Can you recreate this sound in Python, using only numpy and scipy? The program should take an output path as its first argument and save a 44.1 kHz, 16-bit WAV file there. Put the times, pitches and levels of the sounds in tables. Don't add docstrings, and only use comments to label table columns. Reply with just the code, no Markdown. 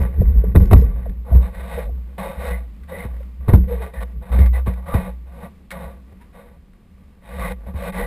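import sys
import numpy as np
from scipy import signal
from scipy.fft import rfft, irfft
from scipy.io import wavfile
from scipy.ndimage import uniform_filter1d

SR = 44100
rng = np.random.default_rng(int(sys.argv[2]) if len(sys.argv) > 2 else 0)


def master(y):
    cut = np.clip(np.atleast_2d(y).T, -1, 1)
    pcm = np.round(cut * 32767)
    wavfile.write(sys.argv[1], SR, pcm.astype(np.int16))


N = 355446
TIME_S = np.arange(N) / SR
FREQS_HZ = np.maximum(np.fft.rfftfreq(8192, 1 / SR), 1)

# start in seconds, thump peak in dB, contact in seconds, rattle in dB,
# rattle decay in seconds.
BLOWS = [(.208, -5.5, .011, -44, 0.029), (.552, -1.5, 0.0049, -19, 0.0068), (.558, -14, 0.0029, -12, .005),
         (.568, -1, 0.0092, -52, .02), (.602, -9.5, 0.0064, -31.5, 0.022), (.711, -8, 0.0075, -15.5, 0.015),
         (.72, -2.5, 0.0067, -24, 0.0033), (.731, 0, 0.0055, -5.5, 0.0062), (.757, -2, 0.0074, -33, 0.041),
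         (1.312, -14, .0066, -40, 0.026), (1.347, -8.5, 0.0074, -35.5, 0.055),
         (3.044, -22.5, 0.0015, -35, 0.013), (3.482, -6.5, 0.0053, -18, 0.0047),
         (3.49, -17, 0.0048, -21.5, 0.025), (3.534, 3, 0.0074, -18.5, 0.014),
         (4.385, -11.5, 0.00307, -28.5, 0.015), (4.669, -12.5, 0.0029, -27.5, 0.017),
         (4.94, -9, .0022, -16, 0.011), (5.428, -38.5, 0.0021, -47, 0.03),
         (6.119, -41.5, 0.0018, -46.5, 0.012), (7.668, -30.5, 0.0029, -47, 0.024),
         (7.737, -26.5, 0.0027, -37.5, .012)]
# frequency in Hz, relative level in dB, T60 in seconds.
HULL_MODES = [(59.35, -11.5, 0.64), (79.5, -2, 0.14), (98.5, 2, 0.083), (137.3, -6.5, 0.12),
              (185.66, -10, 0.37), (226, -10.5, 0.12), (283, -11.5, 0.047), (339, -14.5, .06),
              (409, -10, 0.075), (547, -36.5, 0.93), (810, -22.5, 0.2), (1000, -31.5, .4),
              (1180, -46.5, .5)]
# peak time and rise in seconds, boom and shudder in dB, boom T60 in seconds.
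MOUNT_JOLTS = [ (0.029, 0.12, -14, -19, 0.42), (.22, 0.058, -12.5, -20.5, 0.36),
               (0.289, 0.02, -9, -23.5, 0.22), (.39, 0.039, -5.5, -23, 0.18),
               (.49, 0.048, -14.5, -23, 0.29), (0.584, 0.026, -10.5, -9.5, .3),
               (.635, .015, -17, -17.5, 0.19), (0.759, .04, -7.5, -10.5, 0.64),
               (0.852, 0.018, -13, -23.5, 0.39), (1.0, 0.061, -26.5, -28.5, .3),
               (1.1, .04, -21.5, -28.5, .3), (1.191, 0.027, -24, -44.5, 0.55),
               (1.369, 0.039, -5, -21.5, 0.35), (1.6, 0.032, -25, -35, 0.77),
               (1.76, 0.024, -26, -40.5, 0.48), (1.93, 0.11, -22.5, -33.5, 1),
               (2.39, 0.015, -24, -43.5, 0.35), (2.53, 0.064, -21, -57, 0.78),
               (2.82, .04, -36.5, -44.5, 1.6), (3.14, 0.083, -27, -44.5, 1.6),
               (3.419, 0.033, -26, -40.5, 0.54), (3.57, 0.03, -24.5, -19, 0.45),
               (3.615, 0.02, -12.5, -32.5, 0.72), (3.99, 0.021, -22.5, -39, 0.72),
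               (4.19, 0.061, -25.5, -35, 0.18), (4.34, 0.023, -13, -22.5, 0.38),
               (4.429, 0.071, -7, -21, 0.91), (4.96, 0.027, -22, -23.5, 0.55), (5.1, 0.041, -27, -58, 1.33),
               (5.85, 0.076, -37, -41.5, 2), (6.581, 0.12, -44, -46, 0.36), (6.959, 0.054, -45, -59, 1.2),
               (7.42, 0.09, -28, -35.5, 1.64), (7.68, 0.017, -28, -36.5, 0.46),
               (7.76, 0.022, -25.5, -36, .5), (8.03, .05, -28, -32, 0.42)]
# frequency in Hz, relative density in dB.
SHUDDER_SPECTRUM = [(15, -11.5), (28, -2), (42, 7.5), (60, -3.5), (85, -2.5), (125, -8), (155, -8),
                    (186, -1), (225, -13), (320, -27), (450, -18), (800, -59.5), (4000, -94)]
# frequency in Hz, relative density in dB.
HINGE_SPECTRUM = [(300, -20), (1500, -7.5), (3000, -5), (3800, -6), (4400, -10), (5200, 0), (5800, -9)]
# start, attack and length in seconds, mid-stroke level in dB,
# swell over the stroke in dB, bright part in relative dB, release in seconds.
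FABRIC_STROKES = [ (1.24, 0.033, 0.082, -37.5, 5.5, -20, 0.036),
                  (1.403, 0.028, 0.063, -35, -5.5, -10, 0.025),
                  (1.516, 0.031, 0.32, -37.5, 7.5, -8.5, 0.019), (2.179, .003, 0.18, -32.5, -8, -12, .04),
                  (2.342, 0.042, 0.16, -33, 9, -9.5, 0.048), (2.872, 0.026, 0.18, -37, 3, -9, 0.019),
                  (3.676, 0.0082, 0.18, -39, -2, -10, 0.049), (3.812, 0.012, .03, -32.5, -4.5, -11.5, .015),
                  (3.931, 0.0094, 0.059, -38.5, -7, -10, .01),
                  (4.001, 0.0039, 0.032, -35.5, 11, -10, 0.0038), (4.205, 0.024, 0.097, -42, 5.5, -14, .02),
                  (4.313, 0.0074, 0.16, -33, -5, -12, 0.0081),
                  (4.527, 0.0048, 0.063, -32, 3.5, -11.5, 0.012),
                  (4.657, 0.0065, 0.024, -33.5, 0, -11, 0.041), (4.75, 0.016, 0.1, -45, -5, -16, .02),
                  (4.85, .02, 0.11, -32.5, 6, -14, 0.017), (4.955, 0.011, 0.13, -32.5, -5, -12.5, 0.029),
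                  (5.253, 0.014, .21, -44.5, 13, -14, 0.017),
                  (5.704, 0.017, 0.14, -34.5, 4.5, -13.5, 0.052),
                  (6.324, 0.029, 0.22, -50.5, -14, -11, 0.025), (7.211, .08, 0.15, -39.5, 6, -7.5, 0.04),
                  (7.372, 0.026, .15, -30, -1, -7.5, 0.0073),
                  (7.658, 0.0066, 0.032, -39.5, 3, -16.5, 0.023),
                  (7.742, 0.036, 0.16, -31.5, 3.5, -9.5, 0.0034),
                  (7.918, 0.0085, 0.067, -31.5, 8, -9, 0.026),
                  (7.973, 0.016, 0.071, -26.5, -2.5, -12.5, 0.036)]
# frequency in Hz, width in Hz, relative level in dB.
CASE_RESONANCES = [(183.7, 27.7, 8.5), (377, 38, -14.5), (490.3, 42.4, 2), (551.3, 48, 1.5),
                   (677, 107, -3.5), (839.4, 70, -5), (961, 111, -7.5), (1121, 96, -7.5), (1165, 51, -4.5),
                   (1318, 35, -17.5), (1500, 130, -10.5), (1685, 530, -15), (1918, 97, -7),
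                   (2134, 220, -11.5), (2439, 130, -14), (2584, 100, -18.5), (2926, 370, -24),
                   (3295, 330, -26.5), (3688, 170, -17), (4013, 470, -25.5), (4630, 310, -34),
                   (5350, 810, -36)]
# peak time in seconds, resonance in Hz, level in dB, half length in seconds.
CLOTH_GRIPS = [(1.793, 520, -23.5, 0.018), (1.808, 1893, -46.5, .025), (2.207, 840, -34.5, 0.022),
               (2.265, 547, -35, 0.038), (2.5, 520, -39, 0.024), (2.547, 2000, -39, .032),
               (2.94, 540, -30.5, 0.031), (2.96, 1965, -39.5, 0.035), (3.015, 2085, -38.5, 0.023),
               (3.72, 495, -26.5, 0.031), (3.826, 443, -37, 0.057), (3.984, 1880, -41, 0.036),
               (4.439, 2117, -43.5, 0.043), (4.56, 2000, -38.5, 0.024), (4.93, 1177, -36, 0.052),
               (7.438, 1132, -31.5, 0.043), (7.467, 2040, -37, 0.043), (7.866, 575, -37, .037),
               (8.001, 496, -26, 0.027), (8.024, 1960, -36, 0.072)]
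# start in seconds, length in seconds, level in dB.
SLEEVE_BRUSHES = [(0, 0.023, -31), (.1, 0.39, -45.5), (0.574, 0.49, -44.5), (1.88, 0.54, -58.5),
                  (3.077, 0.092, -48.5), (3.401, 0.24, -49.5), (4.04, 0.055, -51.5), (6.068, 0.037, -57.5),
                  (7.56, 0.14, -53.5)]
# time in seconds, starting pitch in Hz, glide in octaves per second,
# level in dB, length in seconds.
WATER_GLUGS = [(0.217, 597, -60, -17, 0.012), (0.439, 458, -11, -18, 0.0086), (0.62, 471, 2, -26, .0205),
               (0.82, 461, -2.5, -26.5, 0.019), (1.058, 907, -67, -28, .014), (1.32, 650, 3, -27, 0.015),
               (1.857, 644, -10, -37.5, 0.0397), (1.891, 746, -16, -39.5, .009),
               (3.204, 527, 1, -37.5, 0.0087), (3.532, 369, -3, -11.5, 0.015),
               (3.569, 350.4, -6, -27, 0.024), (6.202, 934, 1.5, -51, 0.042)]
# start in seconds, level in dB, decay in seconds.
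WATER_DRIPS = [(1.095, -43.5, 0.0044), (1.35, -44, 0.0095), (1.548, -45, 0.01), (2.041, -56, 0.0029),
               (2.185, -43, 0.013), (2.834, -50.5, 0.013), (3.165, -52, 0.0058), (3.205, -55, 0.0041),
               (3.231, -50, 0.0035), (4.006, -44, 0.004), (4.03, -55, 0.0026), (4.389, -34.5, 0.012),
               (4.416, -41, 0.0074), (4.46, -36, 0.0083), (4.735, -39, 0.0054), (5.706, -34, 0.0088),
               (5.714, -33, 0.014), (6.211, -53.5, 0.03), (6.734, -58, .004)]
# frequency in Hz, relative density in dB.
DRIP_SPECTRUM = [(300, -11.5), (900, -19), (1500, -2), (2100, -1.5), (2900, -16.5), (3800, -14),
                 (5500, -24.5)]
# frequency in Hz, relative density in dB.
SEA_SPECTRUM = [(25, -6), (45, -12.5), (62, -4.5), (85, -28), (150, -12), (195, -1.5), (260, -14),
                (370, -20), (500, -24.5), (700, -31), (1050, -28.5), (1170, -25), (1320, -34), (2200, -32),
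                (3300, -38), (5800, -44.5)]
# frequency in Hz, relative density in dB.
RATTLE_SPECTRUM = [(100, -8), (280, -1), (400, 6.5), (600, -3.5), (1000, -5.5), (3000, -45), (6000, -48)]


def hull_blows():
    t = TIME_S[:SR // 2]
    ring = sum((-1) ** k * undb(db - 60 * t / t60_s) * np.sin(2 * np.pi * hz * t)
               for k, (hz, db, t60_s) in enumerate(HULL_MODES))
    thumps, shake = np.zeros(N), np.zeros(N)
    rattle_onset = 1 - np.exp(-t / 0.00049)
    for start_s, thump_db, contact_s, rattle_db, decay_s in BLOWS:
        push = t * np.exp(-2 * np.pi * t / contact_s)
        thump = signal.fftconvolve(ring, push)[:len(t)]
        add(thumps, start_s - contact_s, thump / np.abs(thump).max() * undb(thump_db))
        add(shake, start_s, undb(rattle_db) * np.exp(-t / decay_s) * rattle_onset)
    rattle = shake * slips(rate_hz=4600, spread_db=1.0)
    return thumps + through(rattle, case_gain() + colour(RATTLE_SPECTRUM))


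def mount_boom(drag, boom_hz=59.9, waver_hz=8.19, hinge_play_db=-22, hinge_limit_db=-33):
    boom, shudder = mount_envelopes(drag)
    unrest = np.clip(undb(10) * shudder / (boom + shudder / 20), .15, 1)
    cycles = np.cumsum(boom_hz + waver_hz * unrest * walk(25)) / SR
    tone = np.sqrt(2) * np.sin(2 * np.pi * cycles)
    rumble = through(rng.standard_normal(N), colour(SHUDDER_SPECTRUM))
    swing = np.clip(shudder - undb(hinge_play_db), 0, undb(hinge_limit_db))
    chafe = np.exp(-(cycles % 1) / 0.11) * swing * rng.standard_normal(N)
    return boom * tone + shudder * rumble + undb(-6.5) * through(chafe, colour(HINGE_SPECTRUM))


def mount_envelopes(drag, drag_boom_db=-6, drag_shudder_db=-9, rest_db=-51.5, shudder_t60_s=0.404):
    boom_power = (drag * undb(drag_boom_db)) ** 2
    shudder_power = (drag * undb(drag_shudder_db)) ** 2 + undb(rest_db) ** 2
    for peak_s, rise_s, boom_db, shudder_db, boom_t60_s in MOUNT_JOLTS:
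        start_s = max(peak_s - .5, 0)
        age_s = TIME_S[:2 * SR] + start_s - peak_s
        build = np.exp(-(np.minimum(age_s, 0) / rise_s) ** 2)
        fall_s = np.maximum(age_s, 0)
        add(boom_power, start_s, (build * undb(boom_db - 60 * fall_s / boom_t60_s)) ** 2)
        add(shudder_power, start_s, (build * undb(shudder_db - 60 * fall_s / shudder_t60_s)) ** 2)
    return np.sqrt(boom_power), np.sqrt(shudder_power)


def fabric_rubbing(dull, bright, crossover_hz=1450):
    friction = slips(rate_hz=7000, spread_db=1.5) * undb(1.44 * walk(35))
    upper = 1 / (1 + (crossover_hz / FREQS_HZ) ** 12)
    low_rub = through(friction * dull, case_gain() * (1 - upper))
    high_rub = through(friction * bright, case_gain() * upper)
    return low_rub + high_rub


def stroke_envelopes():
    dull_power, bright_power = np.zeros(N), np.zeros(N)
    for start_s, attack_s, length_s, db, swell_db, bright_db, release_s in FABRIC_STROKES:
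        progress = np.minimum(TIME_S[:SR] / length_s, 1)
        stroke = press(attack_s, length_s, release_s) * undb(db + swell_db * (progress - .5))
        add(dull_power, start_s, stroke ** 2)
        add(bright_power, start_s, (stroke * undb(bright_db)) ** 2)
    return np.sqrt(dull_power), np.sqrt(bright_power)


def cloth_grips():
    t = TIME_S[:SR // 3]
    bins_hz = np.fft.rfftfreq(len(t), 1 / SR)
    rasps = np.zeros(N)
    for peak_s, hz, db, half_s in CLOTH_GRIPS:
        chatter = rng.standard_normal(len(t))
        width_hz = 50 + .055 * hz
        ring = unit(irfft(rfft(chatter) / (1 + (2 * (bins_hz - hz) / width_hz) ** 2)))
        envelope = np.exp(-((t - t.mean()) / half_s) ** 2)
        add(rasps, peak_s - t.mean(), undb(db) * ring * envelope)
    return rasps


def glugs():
    t = TIME_S[:SR // 4]
    tones = np.zeros(N)
    for time_s, hz, octaves_per_s, db, length_s in WATER_GLUGS:
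        pitch_hz = hz * 2 ** (octaves_per_s * np.minimum(t, length_s))
        swell = (2 * t / length_s) ** 2 * np.exp(2 - 4 * t / length_s)
        add(tones, time_s - length_s / 8, undb(db) * swell * np.sin(2 * np.pi * np.cumsum(pitch_hz) / SR))
    churn = 1 + .45 * walk(350)
    return tones * churn


def drips():
    envelope = np.zeros(N)
    for start_s, db, decay_s in WATER_DRIPS:
        add(envelope, start_s, undb(db) * np.exp(-TIME_S[:SR // 4] / decay_s))
    return through(envelope * slips(rate_hz=7000, spread_db=1.5), colour(DRIP_SPECTRUM))


def sleeve_rustle(rest_db=-65.5, attack_s=0.0075, release_s=0.049, cutoff_hz=3300):
    power = np.full(N, undb(rest_db) ** 2)
    for start_s, length_s, db in SLEEVE_BRUSHES:
        add(power, start_s, (undb(db) * press(attack_s, length_s, release_s)) ** 2)
    lowpass = 1 / (1 + (FREQS_HZ / cutoff_hz) ** 2)
    flutter = undb(1.2 * walk(30))
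    return through(slips(rate_hz=2300, spread_db=2.5), case_gain() * lowpass) * flutter * np.sqrt(power)


def sea_wash(level_db=-51):
    swell = undb(1.5 * walk(6))
    return through(rng.standard_normal(N), colour(SEA_SPECTRUM)) * swell * undb(level_db)


def case_gain():
    return np.sqrt(sum((undb(db) / (1 + (2 * (FREQS_HZ - hz) / width_hz) ** 2)) ** 2
                       for hz, width_hz, db in CASE_RESONANCES))


def slips(rate_hz, spread_db):
    happens = rng.random(N) < rate_hz / SR
    size = undb(spread_db * np.minimum(rng.exponential(size=N), 4))
    return unit(happens * size * rng.standard_normal(N))


def press(attack_s, length_s, release_s):
    t = TIME_S[:SR]
    return np.clip(t / attack_s, 0, 1) * np.exp(-np.clip((t - length_s) / release_s, 0, 20))


def walk(rate_hz):
    step = int(SR / rate_hz)
    return unit(uniform_filter1d(np.repeat(rng.standard_normal(N // step + 1), step), step)[:N])


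def colour(points):
    hz, db = np.transpose(points)
    return undb(np.interp(np.log(FREQS_HZ), np.log(hz), db))


def through(x, gain):
    cepstrum = irfft(np.log(gain + 1e-6))
    half = len(cepstrum) // 2
    cepstrum[1:half] *= 2
    cepstrum[half + 1:] = 0
    response = irfft(np.exp(rfft(cepstrum)))[:half]
    return signal.fftconvolve(x, response / np.linalg.norm(response))[:N]


def undb(db):
    return 10 ** (np.asarray(db) / 20)


def unit(x):
    return x / np.sqrt(np.mean(x ** 2))


def add(track, start_s, sound):
    i = max(int(start_s * SR), 0)
    track[i:i + len(sound)] += sound[:N - i]


def scene(hiss_db=-72.5):
    dull, bright = stroke_envelopes()
    cloth = fabric_rubbing(dull, bright) + cloth_grips() + sleeve_rustle()
    inside = cloth + mount_boom(drag=dull) + hull_blows() + glugs() + drips() + sea_wash()
    return inside + undb(hiss_db) * rng.standard_normal((2, N))


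def record(dry, hold_hz=12000, cutoff_hz=15300):
    coarse = signal.resample_poly(dry, hold_hz, SR, axis=1, window=("kaiser", 5))
    held = signal.resample_poly(np.repeat(coarse, 4, axis=1), SR, 4 * hold_hz, axis=1)[:, :N]
    lowpass = signal.ellip(10, .1, 80, cutoff_hz, fs=SR, output="sos")
    return signal.sosfilt(lowpass, np.clip(held, -1, 1))


dry = scene()
out = record(dry)
master(out)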